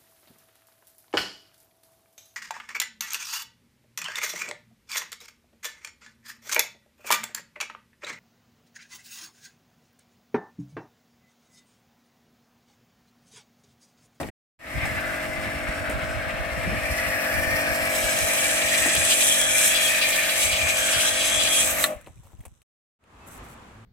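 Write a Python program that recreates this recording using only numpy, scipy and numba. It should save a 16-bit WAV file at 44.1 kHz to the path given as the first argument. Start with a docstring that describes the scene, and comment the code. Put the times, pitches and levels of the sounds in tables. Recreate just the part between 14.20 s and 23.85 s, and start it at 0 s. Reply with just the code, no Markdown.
"""On a driveway, a pressure washer foams a car: orders of the shaft speed hum as the pump, filtered noise roars
and hisses as the lance and its spray, random impacts patter as foam on the panels.
The trigger snaps shut, the motor runs down and a few knocks follow, while low noise buffets the microphone as wind.
The sound comes in three stretches with silence between; the last holds only distant outdoor noise, faint chirps,
a short wet rustle and a low drone, besides one quiet tick."""
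import sys
import numpy as np
from scipy import signal
from scipy.fft import rfft, irfft, next_fast_len
from scipy.io import wavfile
from scipy.ndimage import uniform_filter1d, map_coordinates
from numba import njit

SR = 44100
rng = np.random.default_rng(int(sys.argv[2]) if len(sys.argv) > 2 else 0)


def bounce(signal):
    """Save signal as a 16-bit WAV file at the path given by the first command-line argument."""
    frames = np.transpose(np.atleast_2d(signal))
    limited = np.clip(frames, -1, 1)
    pcm = np.round(limited * 32767).astype(np.int16)
    wavfile.write(sys.argv[1], SR, pcm)


N = 425565
T = np.arange(N) / SR  # s
TOP_HZ = 15900  # nothing much is heard above this

# Levels in the tables are those before the trims, wavers and pans set in the functions.
# Colours are spectra: their levels shape a sound, whose loudness is set elsewhere.

# Stretches of sound. Each row: start in seconds, end in seconds, fade-in in seconds.
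STRETCHES = [(0, .101, .002), (.381, 8.43, .2), (8.785, 9.66, .3)]

# Pump hum, a list for each run. Each row: time in seconds, level in dB.
HUM_LEVEL = [
    [(0, -35.5), (.1, -60)],
    [(.39, -43.5), (.75, -39), (2.2, -37.5), (3.4, -33), (4.5, -34.5), (5.4, -37.5), (6.9, -36.5),
     (7.72, -36)],
]
# Tones of the pump. Each row: multiple of the shaft speed, level in dB.
PUMP_ORDERS = [(3, -16), (4, -22), (5, -12.5), (6, -10), (7, -14.5), (8, -31), (9, -19), (10, -32.5),
               (11, -7), (12, -10), (13, 0), (14, -3), (15, -15), (16, -12), (17, -11.5), (18, -17.5),
               (19, -29), (20, -24.5), (21, -20.5), (22, -25), (23, -17), (24, -12.5), (25, -16),
               (26, -13.5), (27, -18.5)]
# Steady tones in the hum that do not follow the shaft. Each row: pitch in Hz, level in dB.
MAINS_TONES = [(199.3, -17.5), (600, -19.5)]
# Low pump tones, mostly fading as the microphone moves round the car. 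Each row: time in seconds, gain in dB.
BOOM_GAIN = [(0, 9.5), (.6, 4), (1.3, 4.5), (2.2, -1.5), (3.3, 0), (4.3, -2.5), (5.3, -1), (6.5, -5),
             (7.6, -2)]
# Colour of the rattling pump housing. Each row: frequency in Hz, level in dB.
HOUSING_COLOUR = [(100, -22), (180, -13), (320, -7.5), (410, -18), (510, 0.5), (620, 0), (760, -9),
                  (1000, -17.5), (1300, -13.5), (2500, -20.5), (5000, -32.5)]
# Shaft speed in the long stretch, and in the short first one
SHAFT_HZ, FIRST_SHAFT_HZ = 48.17, 49.8
# The trigger shuts, the loaded motor sags, then it is cut and runs down
SHUT_S, CUT_OUT_S = 7.640, 7.724
STALL_SAG_HZ, STALL_S, RUN_DOWN_HZ_PER_S = 0.82, .03, 32

# Broad rush of the jet, a list for each run. Each row: time in seconds, level in dB.
RUSH_LEVEL = [
    [(0, -46.5), (.1, -52)],
    [(.39, -34), (.8, -31.5), (1.2, -34), (2.6, -32.5), (3.3, -29.5), (4.7, -32), (5, -33), (6.1, -32),
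     (7.6, -31)],
]
# Lower resonance of the roar, a list for each run. Each row: time in seconds, level in dB.
LOW_ROAR_LEVEL = [
    [(0, -58.5), (.1, -53)],
    [(.39, -47), (.85, -31), (1.1, -40.5), (1.7, -35), (2.4, -39.5), (2.81, -29.5), (3.4, -29), (3.83, -33),
     (4.75, -27.5), (5.0, -35.5), (5.2, -31.5), (6.1, -30), (6.3, -43.5), (6.6, -31), (6.96, -35),
     (7.63, -40.5)],
]
# Upper resonance of the roar, a list for each run. Each row: time in seconds, level in dB.
HIGH_ROAR_LEVEL = [
    [(0, -44.5), (.1, -57)],
    [(.39, -39), (.65, -33.5), (.9, -39), (1.3, -38), (2.2, -46), (2.6, -37.5), (3.5, -33), (4, -31),
     (4.8, -28), (5.1, -31.5), (5.5, -28), (6.1, -29.5), (6.4, -27), (6.8, -34.5), (7.4, -32), (7.63, -44)],
]
# Resonances as the lance is swung. Each row: time in seconds, lower centre in Hz, upper centre in Hz.
LANCE_AIM = [(.42, 1898, 1904), (.62, 1800, 2155), (.85, 1560, 1980), (1.3, 1650, 2130), (1.75, 1502, 2083),
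             (2.3, 1700, 2220), (2.85, 1876, 2410), (3.3, 1710, 2350), (4.3, 1787, 2360),
             (4.85, 1870, 2458), (5.15, 1806, 2390), (5.55, 1770, 2440), (6.1, 1860, 2290),
             (6.45, 1780, 2370), (6.9, 1760, 2330), (7.6, 1800, 2405)]
# Colour of the broad rush. Each row: frequency in Hz, level in dB.
RUSH_COLOUR = [(500, -16), (800, -7), (1000, -7.5), (1250, -0.5), (1420, -4), (1650, 1), (2100, 1.5),
               (2700, -2.5), (3000, -9.5), (4000, -14.5), (6000, -31.5)]
# The nozzle whistles as it points past the microphone. Each row: middle in seconds, length in seconds, level in dB.
WHISTLES = [(5.18, 0.52, -27.5), (5.6, 0.27, -27.5), (6.05, 0.26, -39), (6.8, 0.59, -29),
            (7.18, 0.4, -24.5), (7.38, 0.13, -27)]
# Pitch of the whistle. Each row: time in seconds, centre in Hz.
WHISTLE_PITCH = [(5.1, 3230), (5.55, 3380), (6.1, 3300), (6.8, 3240), (7.4, 3330)]

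# Hiss of the spray, a list for each run. Each row: time in seconds, level in dB.
HISS_LEVEL = [
    [(0, -43), (.02, -45), (.035, -55.5), (.06, -50), (.075, -46), (.1, -62)],
    [(.39, -44.5), (.65, -44), (1.24, -43.5), (2.15, -46.5), (2.8, -36.5), (3.68, -33), (3.78, -29.5),
     (3.88, -28.5), (4.02, -27), (4.13, -27), (4.5, -26.5), (4.78, -25.5), (4.88, -22.5), (5.06, -22.5),
     (5.19, -23.5), (5.25, -26), (5.33, -24), (5.39, -22.5), (5.48, -21.5), (5.56, -29), (5.67, -24.5),
     (5.76, -29), (5.94, -29), (6.0, -30), (6.12, -30.5), (6.22, -25.5), (6.35, -30.5), (6.45, -29.5),
     (6.58, -28), (6.8, -25.5), (7.0, -26), (7.29, -26), (7.4, -21.5), (7.56, -33.5), (7.64, -30)],
]
# Hiss from close by. Each row: frequency in Hz, level in dB.
NEAR_HISS_COLOUR = [(1500, -19), (2800, -3.5), (3950, -1.5), (4500, -20), (5200, -7), (6200, 1.5),
                    (6900, -1.5), (8000, 5.5), (9000, -4), (10200, -0.5), (11200, -7.5), (12600, -5.5),
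                    (14000, -12), (16000, -17.5)]
# Hiss from the far end of the car. Each row: frequency in Hz, level in dB.
FAR_HISS_COLOUR = [(1500, -23), (3000, 0.5), (3750, -13.5), (4300, 1), (4750, -2), (5350, 4.5), (6100, -4),
                   (7200, -2.5), (8000, 3.5), (9000, 0), (10300, 0), (11300, -2), (12500, 4), (15500, -6.5)]
# The fan clears the roof and comes into view. Each row: time in seconds, share heard from close by (0 to 1).
IN_VIEW = [(3.66, 0), (3.76, .6), (4.8, 1)]
# Top of the hiss against the rest as the fan changes its angle. Each row: time in seconds, gain in dB.
TOP_HISS_GAIN = [(.5, -4), (2.2, -14), (3.0, -2), (4.2, -1), (4.9, -2.5), (5.45, 0), (5.7, 6.5), (6.4, 2),
                 (7.15, -6), (7.4, -1), (7.55, 11.5)]

# Steady breeze on the microphone. Each row: time in seconds, level in dB.
BREEZE_LEVEL = [(0, -44.5), (1.0, -45), (1.7, -39.5), (3.4, -38), (4.2, -44.5), (5.1, -52), (6, -47.5),
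                (7.5, -44), (7.85, -51.5), (8.42, -62.5)]
# Gusts thumping the microphone. Each row: middle in seconds, length in seconds, level in dB before length scaling.
GUSTS = [(0.572, 0.062, -24.5), (0.643, .05, -27), (0.722, 0.19, -33), (1.187, .04, -34), (1.26, 0.11, -36),
         (1.496, 0.03, -25), (1.62, 0.04, -33), (1.69, 0.018, -28), (1.764, 0.078, -28),
         (1.844, 0.045, -29), (1.901, 0.046, -31), (2.078, 0.045, -31), (2.145, 0.044, -32),
         (2.208, .05, -28), (2.267, .03, -36), (2.331, 0.024, -29), (2.382, 0.037, -28), (2.51, 0.25, -28),
         (2.64, .05, -30), (2.721, .035, -24), (2.884, 0.048, -31), (2.963, 0.027, -34),
         (3.167, 0.063, -36), (3.273, 0.043, -33), (3.346, .05, -29.5), (3.625, 0.044, -37),
         (3.857, 0.05, -31), (3.95, .05, -37), (4.035, 0.061, -30), (4.455, 0.033, -34.5),
         (4.629, 0.085, -34.5), (4.8, 0.17, -33), (5.38, 0.087, -42), (6.269, 0.067, -33),
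         (6.337, .05, -31), (6.435, 0.073, -31), (6.61, .04, -37), (6.773, 0.052, -32.5),
         (7.17, 0.047, -35), (7.251, 0.044, -34), (7.419, .04, -39.5), (7.528, 0.035, -37),
         (7.763, 0.033, -39), (7.851, .02, -48), (7.907, 0.033, -45), (7.975, 0.035, -44.5),
         (7.999, 0.021, -41), (8.056, .025, -47), (8.152, 0.037, -43), (8.201, 0.029, -35),
         (8.277, 0.037, -42), (8.322, 0.032, -47)]
# Colour of the wind at the microphone. Each row: frequency in Hz, level in dB.
WIND_COLOUR = [(15, -30.5), (35, -4.5), (62, 3), (100, -1), (150, -10), (220, -18), (400, -31), (1200, -64),
               (16000, -140)]

# Distant outdoor noise, a list for each stretch. Each row: time in seconds, level in dB.
AIR_LEVEL = [
    [(0, -37.5), (.1, -59)],
    [(.39, -45.5), (7.8, -65), (8.2, -70), (8.43, -77)],
    [(8.79, -54), (9.2, -49), (9.65, -55.5)],
]
# Colour of the distant noise. 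Each row: frequency in Hz, level in dB.
AIR_COLOUR = [(25, -16.5), (55, -4), (110, -5), (150, -10), (270, -10), (380, -14.5), (700, -16),
              (1200, -15), (1700, -20.5), (2500, -24.5), (3500, -30.5), (5200, -37.5), (7500, -35),
              (15500, -51)]

# Knocks and ticks. Each row: start in seconds, level in dB, time to fall 60 dB in seconds,
# tilt in dB per octave, ring in Hz.
KNOCKS = [(.012, -29.5, 0.12, -3, 600), (.031, -32, 0.05, -3, 2350), (0.042, -30, 0.18, -8, 189),
          (.066, -43, .04, -2, 2000), (.086, -35, 0.036, -2, 1910), (.655, -33.5, 0.18, -0.5, 800),
          (1.695, -29.5, 0.21, -1, 590), (4.233, -41, 0.11, -6, 600), (4.659, -23, .1, 2, 700),
          (4.752, -11, .012, 3, 2510), (7.811, -50, 0.063, 3, 1500), (7.862, -47, 0.087, -1, 2600),
          (7.872, -42.5, .11, -3.5, 600), (7.973, -58, .05, -4, 2400), (8.03, -62, .05, -3, 1100),
          (8.054, -61, .04, -3, 2800), (8.071, -54, .03, 0, 1000), (8.102, -54, 0.054, -4, 900),
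          (8.133, -49, 0.046, -8, 840), (8.17, -63, .04, -3, 3000), (8.206, -50, .045, 3, 2090),
          (8.237, -54, 0.043, -8, 1800), (8.253, -35.5, 0.035, 1, 680), (8.263, -53, 0.066, 0, 650),
          (8.28, -56, .04, 2, 600), (8.418, -52.5, 0.014, 2.5, 2400), (8.839, -41.5, .03, -1.5, 2500)]
# Colour of their clatter before the tilt. Each row: frequency in Hz, level in dB.
KNOCK_COLOUR = [(100, -15.5), (250, 1.5), (800, 0), (1400, -12), (2500, -6.5), (5000, -25.5), (8500, -6.5),
                (15000, -21.5)]
# Big drops on glass and paint. Each row: start in seconds, level in dB.
SPITS = [(.068, -42), (3.766, -16), (3.989, -13.5), (4.851, -8), (4.986, -15), (4.992, -15), (5.075, -12),
         (5.085, -15.5), (5.215, -8), (5.383, -6), (5.415, -12), (5.496, -21), (6.103, -27), (7.447, -17)]
# Dull footfalls. Each row: start in seconds, level in dB, ring in Hz.
THUDS = [(1.268, -31, 192), (1.695, -38, 208), (2.471, -26, 179), (2.521, -29, 213), (4.235, -39, 345),
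         (4.658, -29, 288), (4.678, -28, 330), (4.775, -31, 150)]

# Foam splashing on the near panels. Each row: time in seconds, level in dB.
SPLASH_LEVEL = [(3.6, -55), (3.74, -36), (4.3, -32.5), (4.85, -29), (5.3, -36), (5.65, -28), (6.1, -28),
                (6.3, -28.5), (6.55, -31), (6.8, -29.5), (7.15, -28.5), (7.42, -28.5), (7.53, -45),
                (7.63, -32)]
# Colour of the splashing. Each row: frequency in Hz, level in dB.
SPLASH_COLOUR = [(1900, -23.5), (2550, -0.5), (2800, 0), (3080, -1), (3380, 1), (3700, -8.5), (3950, 0),
                 (4200, -8), (4450, -6), (4750, -5), (6500, -23)]

# Modes of the trigger valve. Each row: pitch in Hz, level in dB, time to fall 60 dB in seconds.
VALVE_MODES = [(1136, -3.5, 0.081), (1350, -0.5, 0.034), (1413, -3.5, 0.062), (1760, 3, 0.038),
               (1810, -5.5, 0.029), (1960, 1.5, 0.061), (2640, -1.5, 0.035), (3760, 3, 0.032),
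               (3900, 4.5, 0.016), (4130, 3, 0.04), (8200, 11, 0.012), (10230, -2, .012)]
# Crack of the valve. Each row: frequency in Hz, level in dB.
CRACK_COLOUR = [(200, -12), (500, -9), (1000, -2), (1700, -1), (2800, 0.5), (3900, 3), (5200, -18.5),
                (6500, -18.5), (8200, -4), (11000, -6.5), (15500, -13)]

# Scuffs on the wet ground. Each row: middle in seconds, length in seconds, level in dB.
SCUFFS = [(8.055, 0.062, -56), (8.115, 0.093, -63), (8.23, 0.14, -61.5)]
# Colour of the scuffs. Each row: frequency in Hz, level in dB.
SCUFF_COLOUR = [(250, -17), (550, 2), (950, 0), (1400, -19), (2300, -13), (4500, -19), (8000, -17),
                (15000, -16)]
# Faint chirps. Each row: middle in seconds, length in seconds, level in dB, pitch at the middle in Hz,
# glide in Hz per second.
CHIRPS = [(9.034, 0.066, -56, 2610, 0), (9.252, 0.034, -59, 2170, -9000), (9.49, .1, -72, 2970, -5000)]
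# Wet rustles. Each row: middle in seconds, length in seconds, level in dB.
RUSTLES = [(9.078, 0.034, -50), (9.14, 0.13, -49.5), (9.25, 0.048, -55), (9.31, 0.094, -54.5)]
# Low drone at the very end. Each row: pitch in Hz, level in dB.
DRONE_TONES = [(108.5, -50), (222, -56), (276, -69)]


def undb(db):
    """Decibels to gain."""
    return 10 ** (np.asarray(db) / 20)


def unit(x):
    """Scale to rms 1."""
    return x / np.sqrt(np.mean(x ** 2))


def decay(t, t60):
    """Exponential fall of 60 dB in t60 seconds."""
    return np.exp(-np.log(1000) * t / t60)


def curve(rows, column=1):
    """One column of a table, joined by straight lines in time."""
    rows = np.array(rows)
    return np.interp(T, rows[:, 0], rows[:, column])


def swell(runs, t60=0.064):
    """Gain from the levels of several runs; each run dies away after its last row."""
    gain = 0
    for rows in runs:
        after = np.clip((T - rows[-1][0]) / t60, 0, 2)
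        gain = gain + (T >= rows[0][0]) * undb(curve(rows)) * decay(after, 1)
    return gain


def bumps(rows):
    """Gain of separate sounds, each rising and falling smoothly about its middle."""
    gain = 0
    for middle_s, length_s, db in rows:
        gain = gain + undb(db) * np.cos(np.pi * np.clip((T - middle_s) / length_s, -.5, .5))
    return gain


def colour(x, points, tilt_db=0):
    """Filter by a (Hz, dB) spectrum and a tilt per octave; rms 1."""
    hz, db = np.transpose(points)
    size = next_fast_len(x.shape[-1], True)
    octave = np.log2(np.maximum(np.arange(size // 2 + 1) * SR / size, 1))
    tilt = tilt_db * np.clip(octave, np.log2(hz[0]), None)
    gain = undb(np.interp(octave, np.log2(hz), db) + tilt)
    return unit(irfft(rfft(x, size) * gain, size)[..., :x.shape[-1]])


def noise(likeness=0., size=N):
    """Stereo noise with a given left-right correlation."""
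    mid, side = rng.standard_normal((2, size))
    c = np.clip(likeness, -1, 1)
    return (np.sqrt(1 + c) * mid + np.sqrt(1 - c) * np.array([side, -side])) / np.sqrt(2)


def drops(rate, spread_db):
    """Random impacts, rate per second in each channel, most tiny and a few large; rms 1."""
    size = undb(spread_db * np.minimum(rng.standard_exponential((2, N)), 5))
    hits = rng.random((2, N)) < rate / SR
    return unit(hits * size * rng.choice([-1, 1], (2, N)))


def pan(db):
    """Left and right gains for a level difference."""
    return undb(np.array([[.5], [-.5]]) * db)


def walk(rate):
    """Random levels, rate per second, joined by straight slews."""
    k = max(int(SR / rate), 1)
    steps = np.repeat(rng.standard_normal(N // k + 2), k)
    return unit(uniform_filter1d(steps, k)[:N])


@njit
def svf(x, hz, width):
    """State-variable band-pass with a moving centre."""
    y, b, l = np.empty(len(x)), 0., 0.
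    for i in range(len(x)):
        g, k = np.tan(np.pi * hz[i] / SR), width / hz[i]
        v = (b + g * (x[i] - l)) / (1 + g * (g + k))
        b, l, y[i] = 2 * v - b, l + 2 * g * v, k * v
    return y


def shaft_speed():
    """Steady while spraying; sags when the valve shuts, and runs down once the motor is cut."""
    steady = np.where(T < STRETCHES[1][0], FIRST_SHAFT_HZ, SHAFT_HZ)
    sag = STALL_SAG_HZ * np.clip((T - SHUT_S) / STALL_S, 0, 1)
    run_down = RUN_DOWN_HZ_PER_S * np.maximum(T - CUT_OUT_S, 0)
    return np.maximum(steady - sag - run_down, 0)


def pump(tone_db=-0.6, rattle_db=-4.5, smear_rad=.59, waver_db=0.94, shake_rad=0.15, throb=0.13,
         pan_db=2.0, port_phase_rad=1.0, stop_t60=0.22,
         strain_db=-33, strain_db_per_s=150, strain_t60=0.11):
    """Each turn of the shaft kicks the pump, whose housing hums at multiples of the speed and rattles."""
    turn = 2 * np.pi * np.cumsum(shaft_speed() * (1 + 0.00061 * walk(14))) / SR
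    tones, boom_db = np.zeros((2, N)), curve(BOOM_GAIN)
    for order, db in PUMP_ORDERS:
        # the housing delays each partial differently, which smears the kick over the turn
        phase = order * turn + smear_rad * (order - 13) ** 2
        lag = port_phase_rad * order / 13 * np.array([[.5], [-.5]])
        low = order < 8
        gain = undb(db + low * boom_db + waver_db * walk(6)) * pan(0 if low else pan_db)
        tones += np.sqrt(2) * gain * np.cos(phase + lag + shake_rad * walk(30))
    for hz, db in MAINS_TONES:
        tones += np.sqrt(2) * undb(db) * np.cos(2 * np.pi * hz * T + shake_rad * walk(11.0))
    rattle = colour(noise(0.41) * (1 + throb * np.cos(turn)), HOUSING_COLOUR) * pan(2.4)
    hum = (undb(tone_db) * tones + undb(rattle_db) * rattle) * swell(HUM_LEVEL, t60=stop_t60)
    # pressure builds behind the shut valve and the housing rings ever louder, until the motor is cut
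    start_db = strain_db - strain_db_per_s * (CUT_OUT_S - SHUT_S)
    pressure = swell([[(SHUT_S, start_db), (CUT_OUT_S, strain_db)]], t60=strain_t60)
    strain = np.sqrt(2) * np.cos(13 * turn) * pressure * pan(pan_db)
    return hum + strain


def resonance(hz, width_hz, wander, sputter_db):
    """Turbulence rings one resonance of the jet, which shifts and sputters as air and soap mix."""
    centre = hz * (1 + wander * walk(7))
    ears = []
    for ear in noise(0.38):
        once = svf(ear, centre, float(width_hz))
        ears.append(svf(once, centre, float(width_hz)))
    return unit(np.array(ears)) * undb(sputter_db * walk(45))


def reflections(x, lags_s, share, drift_s=0.00025, port_s=.00025):
    """Panels, door and ground return the jet a little late; drifting paths ripple its spectrum."""
    ears = []
    for ear in x:
        # the lengths drift as the lance moves, the direct path included
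        paths = [port_s * walk(0.99)] + [lag + drift_s * walk(1.2) for lag in lags_s]
        direct, *echoes = (map_coordinates(ear, [(T - path) * SR], order=3) for path in paths)
        ears.append(direct + share * sum(echoes))
    return np.array(ears) / np.sqrt(1 + len(lags_s) * share ** 2)


def lance(body_db=-1.73, whistle_db=-2, low_wander=0.028, high_wander=0.012,
          low_width_hz=420, high_width_hz=340, whistle_width_hz=210, pan_db=2.5):
    """The jet rushes through two broad resonances that shift with its swing, and a narrow, fitful whistle."""
    rush = colour(noise(0.65) + 0.41 * drops(4000, 0.86), RUSH_COLOUR)
    rush = rush * undb(body_db + 1.7 * walk(35))
    low = resonance(curve(LANCE_AIM, column=1), low_width_hz, low_wander, 1.1)
    high = resonance(curve(LANCE_AIM, column=2), high_width_hz, high_wander, 2.1)
    whistle = undb(whistle_db) * resonance(curve(WHISTLE_PITCH), whistle_width_hz, .009, 2.6)
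    roar = rush * swell(RUSH_LEVEL, t60=0.5)
    roar = roar + low * swell(LOW_ROAR_LEVEL, t60=0.16)
    roar = roar + high * swell(HIGH_ROAR_LEVEL, t60=0.17)
    roar = roar + whistle * bumps(WHISTLES)
    return reflections(roar, [.0032, .0071, .0125], share=.33, port_s=.00007) * pan(pan_db)


def spray(hiss_db=1.29, patter=0.55, flutter_db=1.28, sputter_db=1.0, sway_db=0.3,
          fizz_db=19, fizz_hz=9400, sing_db=-15.5, sing_hz=8100, sing_width_hz=1100, sing_wander=.02,
          settle_db=-60, settle_t60=4.3, pan_db=0.34):
    """The fan of foam hisses and patters on the panels, swaying with the hand; later the last flecks settle."""
    fan = noise(.8) + patter * drops(3500, 4.3)
    fan = fan * undb(flutter_db * walk(40) + sputter_db * walk(400))
    near = curve(IN_VIEW)
    force = swell(HISS_LEVEL, t60=0.22) * undb(sway_db * walk(10))
    hiss = near * colour(fan, NEAR_HISS_COLOUR) + (1 - near) * colour(fan, FAR_HISS_COLOUR)
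    top = signal.sosfiltfilt(signal.butter(3, 11000, "high", fs=SR, output="sos"), hiss)
    hiss = hiss + top * (undb(curve(TOP_HISS_GAIN)) - 1)
    # where the fan hits hardest, a bright fizz grows faster than the hiss
    fizz = resonance(fizz_hz, 4000, 0, .5) * force ** 2
    # the sharpest part of the hiss shifts a little in pitch
    sing = resonance(sing_hz, sing_width_hz, sing_wander, 1.2) * near
    sound = (undb(hiss_db) * hiss + undb(sing_db) * sing) * force + undb(fizz_db) * fizz
    heard = reflections(sound, [.0009, .0023, .0052], share=.45, drift_s=.00009, port_s=.00006)
    flecks = colour(drops(700, 2.6), NEAR_HISS_COLOUR, tilt_db=-1.0)
    return heard * pan(pan_db) + flecks * swell([[(SHUT_S, settle_db)]], t60=settle_t60)


def wind(wind_db=-2.0, eddy_db=3, lull_db=3.5, flutter_db=-8, flutters_per_s=22, flutter_tilt_db=3):
    """A breeze whose eddies buffet each microphone port separately."""
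    flow = swell([BREEZE_LEVEL]) * undb(lull_db * walk(18))
    strength_db = eddy_db * np.array([walk(30), walk(30)]) - eddy_db / 2
    eddies = undb(strength_db) * colour(noise(), WIND_COLOUR)
    flutter = colour(drops(flutters_per_s, 2.2), WIND_COLOUR, tilt_db=flutter_tilt_db)
    return flow * (undb(wind_db) * eddies + undb(flutter_db) * flutter)


def outdoor_air(air_db=3, wide_hz=800):
    """Distant rumble from coloured noise, alike in both ears in the bass and wider above."""
    mid, side = colour(noise(), AIR_COLOUR)
    side = signal.sosfilt(signal.butter(1, wide_hz, "high", fs=SR, output="sos"), side)
    air = np.array([mid + side, mid - side])
    return air * undb(air_db + 0.69 * walk(12)) * swell(AIR_LEVEL)


def knocks(ring_db=-6.0, mode_db=-3, mode_damping=2.2, upper_ratio=1.57, body_db=-2, clatter=0.93):
    """Each struck thing rings at its own pitch, well damped, and clatters with small after-contacts."""
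    out, t = np.zeros((2, N)), T[:SR // 2]
    contacts = drops(400, 1.2)[0]
    for s, db, t60, tilt_db, hz in KNOCKS:
        start = int(s * SR)
        place = slice(start, start + len(t))
        fall = decay(t, t60)
        body = noise(0.29, size=len(t)) + clatter * contacts[place]
        body = colour(body, KNOCK_COLOUR, tilt_db)
        peak = [(hz / 3, -45), (hz / 1.4, -11), (hz, 0), (hz * 1.4, -11), (hz * 3, -45)]
        ring = colour(noise(0.89, size=len(t)), peak)
        modes = np.sin(2 * np.pi * hz * t) + np.sin(2 * np.pi * upper_ratio * hz * t) / 2
        knock = fall * (undb(body_db) * body + undb(ring_db) * ring)
        knock = knock + undb(mode_db) * modes * fall ** mode_damping
        out[:, place] += undb(db) * knock
    return out * pan(2.2)


def spits(t60=0.0039, tilt_db=1):
    """Big drops crack against glass and paint: very short bursts of noise."""
    out, t = np.zeros((2, N)), T[:SR // 20]
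    for s, db in SPITS:
        start = int(s * SR)
        burst = colour(noise(0.39, size=len(t)), NEAR_HISS_COLOUR, tilt_db)
        out[:, start:start + len(t)] += undb(db) * decay(t, t60) * burst
    return out


def buffets(gust_db=-1, likeness=-0.077, longer_tilt_db=22):
    """Each gust is one short thump of pressure; the longer ones reach higher in pitch."""
    out, t = np.zeros((2, N)), T[:SR // 2] - 1 / 4
    for s, length, db in GUSTS:
        push = noise(likeness, size=len(t)) * np.cos(np.pi * np.clip(t / length, -.5, .5))
        thump = colour(push, WIND_COLOUR, longer_tilt_db * length)
        start = int((s + t[0]) * SR)
        out[:, start:start + len(t)] += undb(gust_db + db) * np.sqrt(length) * thump
    return out


def thuds(rise_s=0.0048, upper_ratio=2.2, upper_db=-9):
    """Each footfall swells and soon dies: a low ring and a weaker, shorter one above it."""
    out = 0
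    for s, db, hz in THUDS:
        age = np.maximum(T - s, 0)
        push = age / rise_s * np.exp(1 - age / rise_s)
        turn = 2 * np.pi * hz * age
        out = out + undb(db) * push * (np.sin(turn) + undb(upper_db) * push * np.sin(upper_ratio * turn))
    return out


def splash(patter=.55, flutter_db=3.0, pan_db=0.7):
    """Once the fan clears the roof, clots of foam slap the near glass and paint in a dense, uneven patter."""
    slaps = (noise(.4) + patter * drops(1500, 3.0)) * undb(flutter_db * walk(55))
    heard = reflections(colour(slaps, SPLASH_COLOUR), [.0041, .0093], share=.35)
    return heard * swell([SPLASH_LEVEL], t60=0.18) * pan(pan_db)


def trigger(ring_db=-19, crack_db=-17, crack_t60=0.027, echo_db=-27, echo_t60=0.13,
            attack_s=0.0011, ring_rise_cycles=2.5):
    """The valve slams shut: a crack, the lance ringing, and a short noisy tail as echo from car and wall."""
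    t = T[:SR // 2]
    ring = 0
    for hz, db, t60 in VALVE_MODES:
        # counted in cycles, so the low modes build last
        rise = np.minimum(t * hz / ring_rise_cycles, 1)
        cycles = hz * t + rng.random() + rng.random((2, 1)) / 4
        ring = ring + undb(db) * decay(t, t60) * rise * np.sin(2 * np.pi * cycles)
    fall = undb(crack_db) * decay(t, crack_t60) + undb(echo_db) * decay(t, echo_t60)
    crack = fall * colour(noise(.2, size=len(t)), CRACK_COLOUR)
    snap = (undb(ring_db) * ring + crack) * np.minimum(t / attack_s, 1)
    start = int(SHUT_S * SR)
    return np.pad(snap, ((0, 0), (start, N - start - len(t)))) * pan(1.2)


def scuffing():
    """Grit shifts on the wet ground in short runs of small, dull grains."""
    grains = drops(450, 2.6)
    return colour(grains + grains.mean(axis=0), SCUFF_COLOUR) * bumps(SCUFFS) * pan(1.5)


def birds():
    """Faint, far chirps, each a thin tone that holds or glides."""
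    out = 0
    for s, length, db, hz, glide in CHIRPS:
        cycles = (hz + glide * (T - s) / 2) * (T - s)
        out = out + np.sin(2 * np.pi * cycles) * bumps([(s, length, db)])
    return out


def rustling():
    """Wet rustles: dense, bright impacts in short swells."""
    return colour(drops(3000, 4), NEAR_HISS_COLOUR, tilt_db=8.0) * bumps(RUSTLES)


def drone(start_s=9.5, rise_s=0.093):
    """A low drone of unsteady tones swells at the very end."""
    tones = 0
    for hz, db in DRONE_TONES:
        tones = tones + np.sqrt(2) * undb(db) * np.sin(2 * np.pi * hz * T + .5 * walk(25))
    return tones * np.clip((T - start_s) / rise_s, 0, 1)


def scene():
    """All sources together."""
    washer = pump() + lance() + spray() + spits() + splash() + trigger()
    handling = knocks() + thuds() + scuffing()
    surroundings = wind() + buffets() + outdoor_air() + birds() + rustling() + drone()
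    return washer + handling + surroundings


def record(dry):
    """Each stretch fades in and the gaps are silent; the loudest peaks clip, and the top is cut steeply."""
    running = sum(np.clip((T - start) / fade, 0, 1) * (T < end) for start, end, fade in STRETCHES)
    # 200 samples soften the edges
    clipped = np.clip(dry * uniform_filter1d(running, size=200), -.85, .85)
    return signal.sosfilt(signal.ellip(10, .2, 80, TOP_HZ, fs=SR, output="sos"), clipped)


dry = scene()
out = record(dry)
bounce(out)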